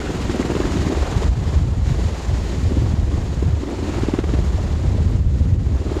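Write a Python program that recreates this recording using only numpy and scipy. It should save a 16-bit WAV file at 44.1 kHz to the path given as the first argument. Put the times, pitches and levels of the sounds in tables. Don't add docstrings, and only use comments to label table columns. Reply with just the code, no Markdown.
import sys
import numpy as np
from scipy import signal
from scipy.fft import rfft, irfft
from scipy.io import wavfile
from scipy.ndimage import uniform_filter1d

SR = 44100
rng = np.random.default_rng(int(sys.argv[2]) if len(sys.argv) > 2 else 0)


def pcm_store(signal):
    levels = np.round(np.clip(np.atleast_2d(signal), -1, 1) * 32767)
    wavfile.write(sys.argv[1], SR, levels.astype(np.int16).T)


N = 264600
TIME = np.arange(N) / SR
BLADE_HZ = 19.7


def amp(db):
    return 10 ** (np.asarray(db) / 20)


def unit_rms(x):
    return x / np.sqrt(np.mean(x ** 2) + 1e-20)


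def follow(rows, column=1):
    rows = np.asarray(rows)
    return amp(np.interp(TIME, rows[:, 0], rows[:, column]))


def noise(colour, repeat=0.):
    hz, db = np.transpose(colour)
    freqs = np.fft.rfftfreq(N, 1 / SR)
    gain = amp(np.interp(np.log(freqs + 1), np.log(hz), db))
    comb = 1 / (1 - repeat * np.exp(-2j * np.pi * freqs / BLADE_HZ))
    return unit_rms(irfft(rfft(rng.standard_normal(N)) * gain * comb, N))


def wander(rate_hz):
    hz = np.fft.rfftfreq(N, 1 / SR)
    return unit_rms(irfft(rfft(rng.standard_normal(N)) * np.exp(-(hz / rate_hz) ** 2), N))


def blade_passes(start=0.2822, sway=0.047):
    return BLADE_HZ * TIME + start + sway * wander(1.83)


def swish(passes, depth_db, flutter_db, flutter_hz):
    return unit_rms(amp(depth_db * np.cos(2 * np.pi * passes) + flutter_db * wander(flutter_hz)))


# time in seconds, strength in dB.
GUST_LEVELS = [(0.0, -29), (0.25, -23.5), (0.45, -31.5), (0.65, -21.5), (0.78, -24.5), (1.12, -21.5),
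               (1.17, -17.5), (2.05, -18.5), (2.21, -31.5), (2.32, -16.5), (2.52, -21.5), (2.65, -18.5),
               (3.1, -17.5), (3.3, -19), (3.55, -17.5), (3.65, -28.5), (4.0, -19.5), (4.1, -23.5),
               (4.38, -16), (4.5, -19.0), (5.2, -15.5), (5.5, -15), (6.0, -23)]
# frequency in Hz, relative level in dB.
BIG_EDDY_TONE = [(10, -44), (25, -14), (45, -2), (68, 4.5), (96, -0.5), (125, -8), (200, -31), (330, -32.5),
                 (700, -42.5), (2000, -88)]
SMALL_EDDY_TONE = [(60, -10), (110, 6), (180, 5), (260, -5.5), (400, -27), (1500, -75)]


def buffet(passes, level_db=-1, still_db=-29.0, small_db=-8.5, strong_db=-17):
    gust = follow(GUST_LEVELS)
    small = noise(SMALL_EDDY_TONE) * unit_rms(amp(3.7 * wander(44)))
    eddies = noise(BIG_EDDY_TONE) + amp(small_db) * gust / amp(strong_db) * small
    power = uniform_filter1d(eddies ** 2, size=3600)
    eddies = unit_rms(eddies / np.sqrt(power))
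    shedding = 1 / (1 + (amp(still_db) / gust) ** 4)
    pulse = swish(passes, depth_db=1.2, flutter_db=1.3, flutter_hz=18)
    return amp(level_db) * gust * shedding * eddies * pulse


# time of the peak in seconds, relative level in dB, pitch in Hz.
THROB_HITS = [(0.799, -9, 83), (1.023, -6.5, 63.6), (1.167, -3.5, 97), (1.253, -7, 80), (1.293, -5, 65),
              (1.381, -7, 105), (1.569, -3, 72.4), (1.799, -9.0, 88.5), (2.058, -5.5, 92.6),
              (2.329, -13, 97), (2.666, -4.5, 86), (2.734, -7.5, 75.4), (2.78, -6, 78), (2.82, -7, 100),
              (2.994, -3, 65), (3.465, -6.5, 84.5), (3.537, -3, 88.5), (4.394, -5.5, 77.6),
              (4.48, -8.5, 82), (4.883, -4, 76), (4.926, -8.5, 75.6), (5.008, -12, 80), (5.068, -7, 80),
              (5.157, -5, 88), (5.209, -7.5, 88), (5.42, -5, 80.4), (5.491, -6, 83), (5.526, -6, 104),
              (5.751, -8, 71)]


def add_throbs(eddies, level_db=-3.5, cycles=0.94, pushed_aside=0.27):
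    out = eddies.copy()
    for peak_s, db, hz in THROB_HITS:
        near = abs(TIME - peak_s) < .05
        age = TIME[near] - peak_s
        swell = np.exp(-(hz * age / cycles) ** 2)
        out[near] *= 1 - pushed_aside * swell
        out[near] += amp(db + level_db) * swell * np.cos(2 * np.pi * hz * age)
    return out


# frequency in Hz, relative level in dB.
HISS_TONE = [(700, 3.5), (1350, -3.5), (1880, 4.5), (2350, 0), (4200, -0.5), (6000, -4.5), (6650, -1.5),
             (7250, -2), (8100, -11.5), (8800, -12.5), (9800, -18), (11600, -21.5), (12800, -27),
             (15500, -39)]


def turbines(passes, level_db=4.5):
    hiss = amp(level_db) * noise(HISS_TONE)
    return hiss * swish(passes, depth_db=-0.6, flutter_db=1.16, flutter_hz=45.0)


def rasp(passes, per_s=110, spread_db=3.0, width_s=0.00031):
    chance = per_s / SR * (1 + np.cos(4 * np.pi * passes))
    hits = rng.random(N) < chance
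    strength = amp(spread_db * np.minimum(rng.exponential(1, N), 2))
    offset = np.arange(-SR // 200, SR // 200) / SR / width_s
    dip = (2 * offset ** 2 - 1) * np.exp(-offset ** 2)
    return unit_rms(signal.oaconvolve(hits * strength, dip, "same"))


# time in seconds, relative roar and churn levels in dB.
WAKE_LEVELS = [(0.0, 5.5, 11.5), (0.62, 8, 16), (0.92, 8, 15), (1.06, 10.5, 12.5), (1.63, 9, 15),
               (2.2, 6.5, 7.5), (2.77, 5, 16.5), (2.92, 9, 12), (3.09, 6.5, 18.5), (3.26, 8, 14),
               (3.81, 8, 20), (3.98, 9.5, 15), (4.16, 8, 13.5), (4.53, 8.5, 12.5), (5.16, 7.5, 18.5),
               (5.48, 4.5, 19), (6.0, 10.5, 18.5)]
# time in seconds, delay as a share of one pass.
WAKE_DELAY = [(0.0, 0.35), (0.9, 0.4), (2.3, 0.58), (3.3, 0.88), (6.0, 0.77)]
# frequency in Hz, relative level in dB.
CHURN_TONE = [(40, -34), (110, -13.5), (155, -8.5), (205, -2), (260, 2), (380, -1.5), (550, -11),
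              (900, -35), (2000, -62)]
ROAR_TONE = [(100, -9), (300, 2.5), (520, 2.5), (730, 0.5), (1020, -3), (1500, -11), (2400, -16),
             (4000, -19.5), (8000, -29.5), (15000, -52)]


def wake(passes, churn_db=-1, roar_db=2.0, rasp_db=-10.5):
    meeting = passes - np.interp(TIME, *np.transpose(WAKE_DELAY))
    churn = noise(CHURN_TONE, repeat=0.49)
    churn *= swish(meeting, depth_db=2.3, flutter_db=1.5, flutter_hz=44.5)
    roar = noise(ROAR_TONE, repeat=0.13)
    roar *= swish(meeting, depth_db=1.6, flutter_db=1.13, flutter_hz=55)
    broad = amp(roar_db) * roar + amp(rasp_db) * rasp(passes)
    return follow(WAKE_LEVELS) * broad + amp(churn_db) * follow(WAKE_LEVELS, column=2) * churn


# time in seconds, level in dB.
EDGE_LEVELS = [(0.0, -40.5), (0.6, -44), (1.2, -46), (1.35, -75), (3.7, -54), (3.95, -40), (4.4, -60),
               (6.0, -58)]
# frequency in Hz, relative level in dB.
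EDGE_TONE = [(600, -32), (1300, 9), (2000, 1), (2800, 3), (6000, -36.5)]


def chop_edge(passes):
    edge = follow(EDGE_LEVELS) * noise(EDGE_TONE)
    return edge * swish(2 * passes + 0.22, depth_db=2.0, flutter_db=2.5, flutter_hz=70)


# time of the peak in seconds, level in dB, pitch in Hz.
GRAZES = [(0.019, -29.5, 1440), (0.073, -31, 1470), (.428, -29, 2000), (0.637, -28.5, 1690),
          (.924, -27, 694), (1.063, -28, 617), (1.236, -24, 890), (4.586, -24, 600), (4.985, -25, 586)]


def zips(half_length_s=0.0049, rise_per_s=17):
    out = np.zeros(N)
    roughness = wander(310)
    for peak_s, db, hz in GRAZES:
        near = abs(TIME - peak_s) < .02
        age = TIME[near] - peak_s
        phase = 2 * np.pi * hz * (1 + rise_per_s * age / 2) * age + roughness[near]
        out[near] += amp(db) * np.exp(-(age / half_length_s) ** 2) * np.sin(phase)
    return out


# frequency in Hz, relative level in dB.
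THUD_TONE = [(70, -23), (125, 1.5), (190, -1), (290, -23), (700, -52)]


def thuds(passes, level_db=9.5):
    rumble = amp(level_db) * noise(THUD_TONE)
    return rumble * swish(passes, depth_db=2.3, flutter_db=2.6, flutter_hz=17)


# multiple of the blade rate, relative level in dB.
THRUM_NOTES = [(2, -1), (3, 6.5), (4, 4), (5, -10.5), (6, -0.5), (7, -3), (8, -6.5), (9, -6), (10, -13),
               (11, -9), (12, -16)]


def thrum(passes, level_db=14.5, waver_db=1.5, scatter=0.42):
    notes = np.zeros(N)
    for multiple, db in THRUM_NOTES:
        gain = amp(db + waver_db * wander(1.0))
        notes += gain * np.cos(2 * np.pi * (multiple * passes + scatter * rng.random()))
    return amp(level_db) * unit_rms(notes)


# time of the
# dip in seconds, relative level in dB, pitch in Hz, relative level of the snap and crack in dB.
VORTEX_CUTS = [(0.2975, -12.5, 318, -34), (0.3476, -14, 320, -47), (0.399, -9, 290, -41),
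               (0.4501, -12.5, 340, -48), (0.5024, -10, 320, -38), (0.519, -20, 300, -52),
               (0.5531, -9, 330, -33), (0.5682, -13, 300, -42), (0.6042, -7, 326, -32.5),
               (0.619, -16, 300, -49), (0.6555, -13.5, 340, -37), (0.666, -18, 320, -46),
               (0.7573, -13, 320, -45), (0.7717, -18, 270, -41), (0.8699, -11.5, 270, -41),
               (0.9014, -10.5, 278, -46), (0.9243, -11.5, 333, -47), (0.9752, -12.5, 412, -46),
               (1.2227, -15, 400, -44), (2.7212, -11.5, 259, -50), (2.7716, -9.5, 248, -52),
               (2.8229, -16, 270, -59), (3.129, -17.5, 276, -52), (3.4277, -13.5, 340, -49),
               (3.6352, -16, 330, -50), (3.701, -20, 328, -58), (3.983, -14, 280, -48),
               (4.0359, -10, 310, -40.5), (4.087, -7.5, 286, -36), (4.1396, -4.5, 267, -37),
               (4.19, -5, 318, -33.5), (4.2418, -11.5, 340, -39), (4.2933, -15.5, 390, -36.5),
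               (4.3395, -9.5, 253, -41), (4.3901, -16, 376, -40), (5.8167, -17, 320, -63),
               (5.8681, -16, 310, -58), (5.9189, -10, 306, -55), (5.9696, -11.5, 330, -53)]
# frequency in Hz, relative level in dB.
CRACK_TONE = [(400, 8), (900, 9), (3600, 1), (6000, -17), (12000, -54)]


def slaps(level_db=-.6, cycles=0.72, skew=0.2, tail_db=-23, tail_s=0.005):
    snap_db, snap_s = 13.5, .00016
    crack_db, crack_s = 8.5, .0015
    out = np.zeros(N)
    fizz, roar = noise(CRACK_TONE), noise(ROAR_TONE)
    for dip_s, db, hz, sharp_db in VORTEX_CUTS:
        near = abs(TIME - dip_s) < .05
        age = TIME[near] - dip_s
        phase = 2 * np.pi * hz * age
        swell = np.exp(-(hz * age / cycles) ** 2)
        wave = -np.cos(phase + skew * np.cos(phase)) * swell
        since_snap = age + 1 / (4 * np.pi * hz)
        snap = -amp(snap_db) * since_snap / snap_s * np.exp((1 - (since_snap / snap_s) ** 2) / 2)
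        crack = amp(crack_db) * fizz[near] * np.exp(-(since_snap / crack_s) ** 2)
        tail_age = np.maximum(age, 0) / tail_s
        tail = amp(tail_db) * roar[near] * tail_age * np.exp(1 - tail_age)
        out[near] += amp(db + level_db) * (wave + tail) + amp(sharp_db) * (snap + crack)
    return out


# time in seconds, gain in dB.
DRONE_LEVELS = [(0.0, -42), (0.72, -41.0), (1.26, -42.5), (1.31, -49.5), (1.56, -44.5), (1.61, -49),
                (1.83, -50.5), (1.87, -44.5), (2.6, -44), (2.99, -47.5), (3.06, -50), (3.13, -47),
                (3.58, -49.0), (3.95, -44), (4.19, -46.5), (4.22, -50.5), (4.31, -45.5), (5.17, -49.5),
                (5.24, -55.5), (5.37, -51), (5.52, -51.5), (5.58, -55), (5.66, -51), (5.83, -51),
                (5.9, -47.5), (6.0, -47.5)]


def scene():
    passes = blade_passes()
    thumps = passes - 0.378 + 0.0694 * TIME
    drone = thrum(thumps) + thuds(thumps) + wake(passes) + turbines(passes)
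    aircraft = follow(DRONE_LEVELS) * drone + slaps() + zips() + chop_edge(passes)
    downwash = add_throbs(buffet(thumps))
    return (aircraft + downwash)[None]


def record(dry):
    ceiling, cutoff_hz = .62, 15650
    rounded = dry / (1 + (dry / ceiling) ** 6) ** (1 / 6)
    faded = rounded * signal.windows.tukey(N, .001)
    lowpass = signal.firwin(511, cutoff_hz, window=("kaiser", 9), fs=SR)
    return signal.oaconvolve(faded, lowpass[None], "same")


dry = scene()
out = record(dry)
pcm_store(out)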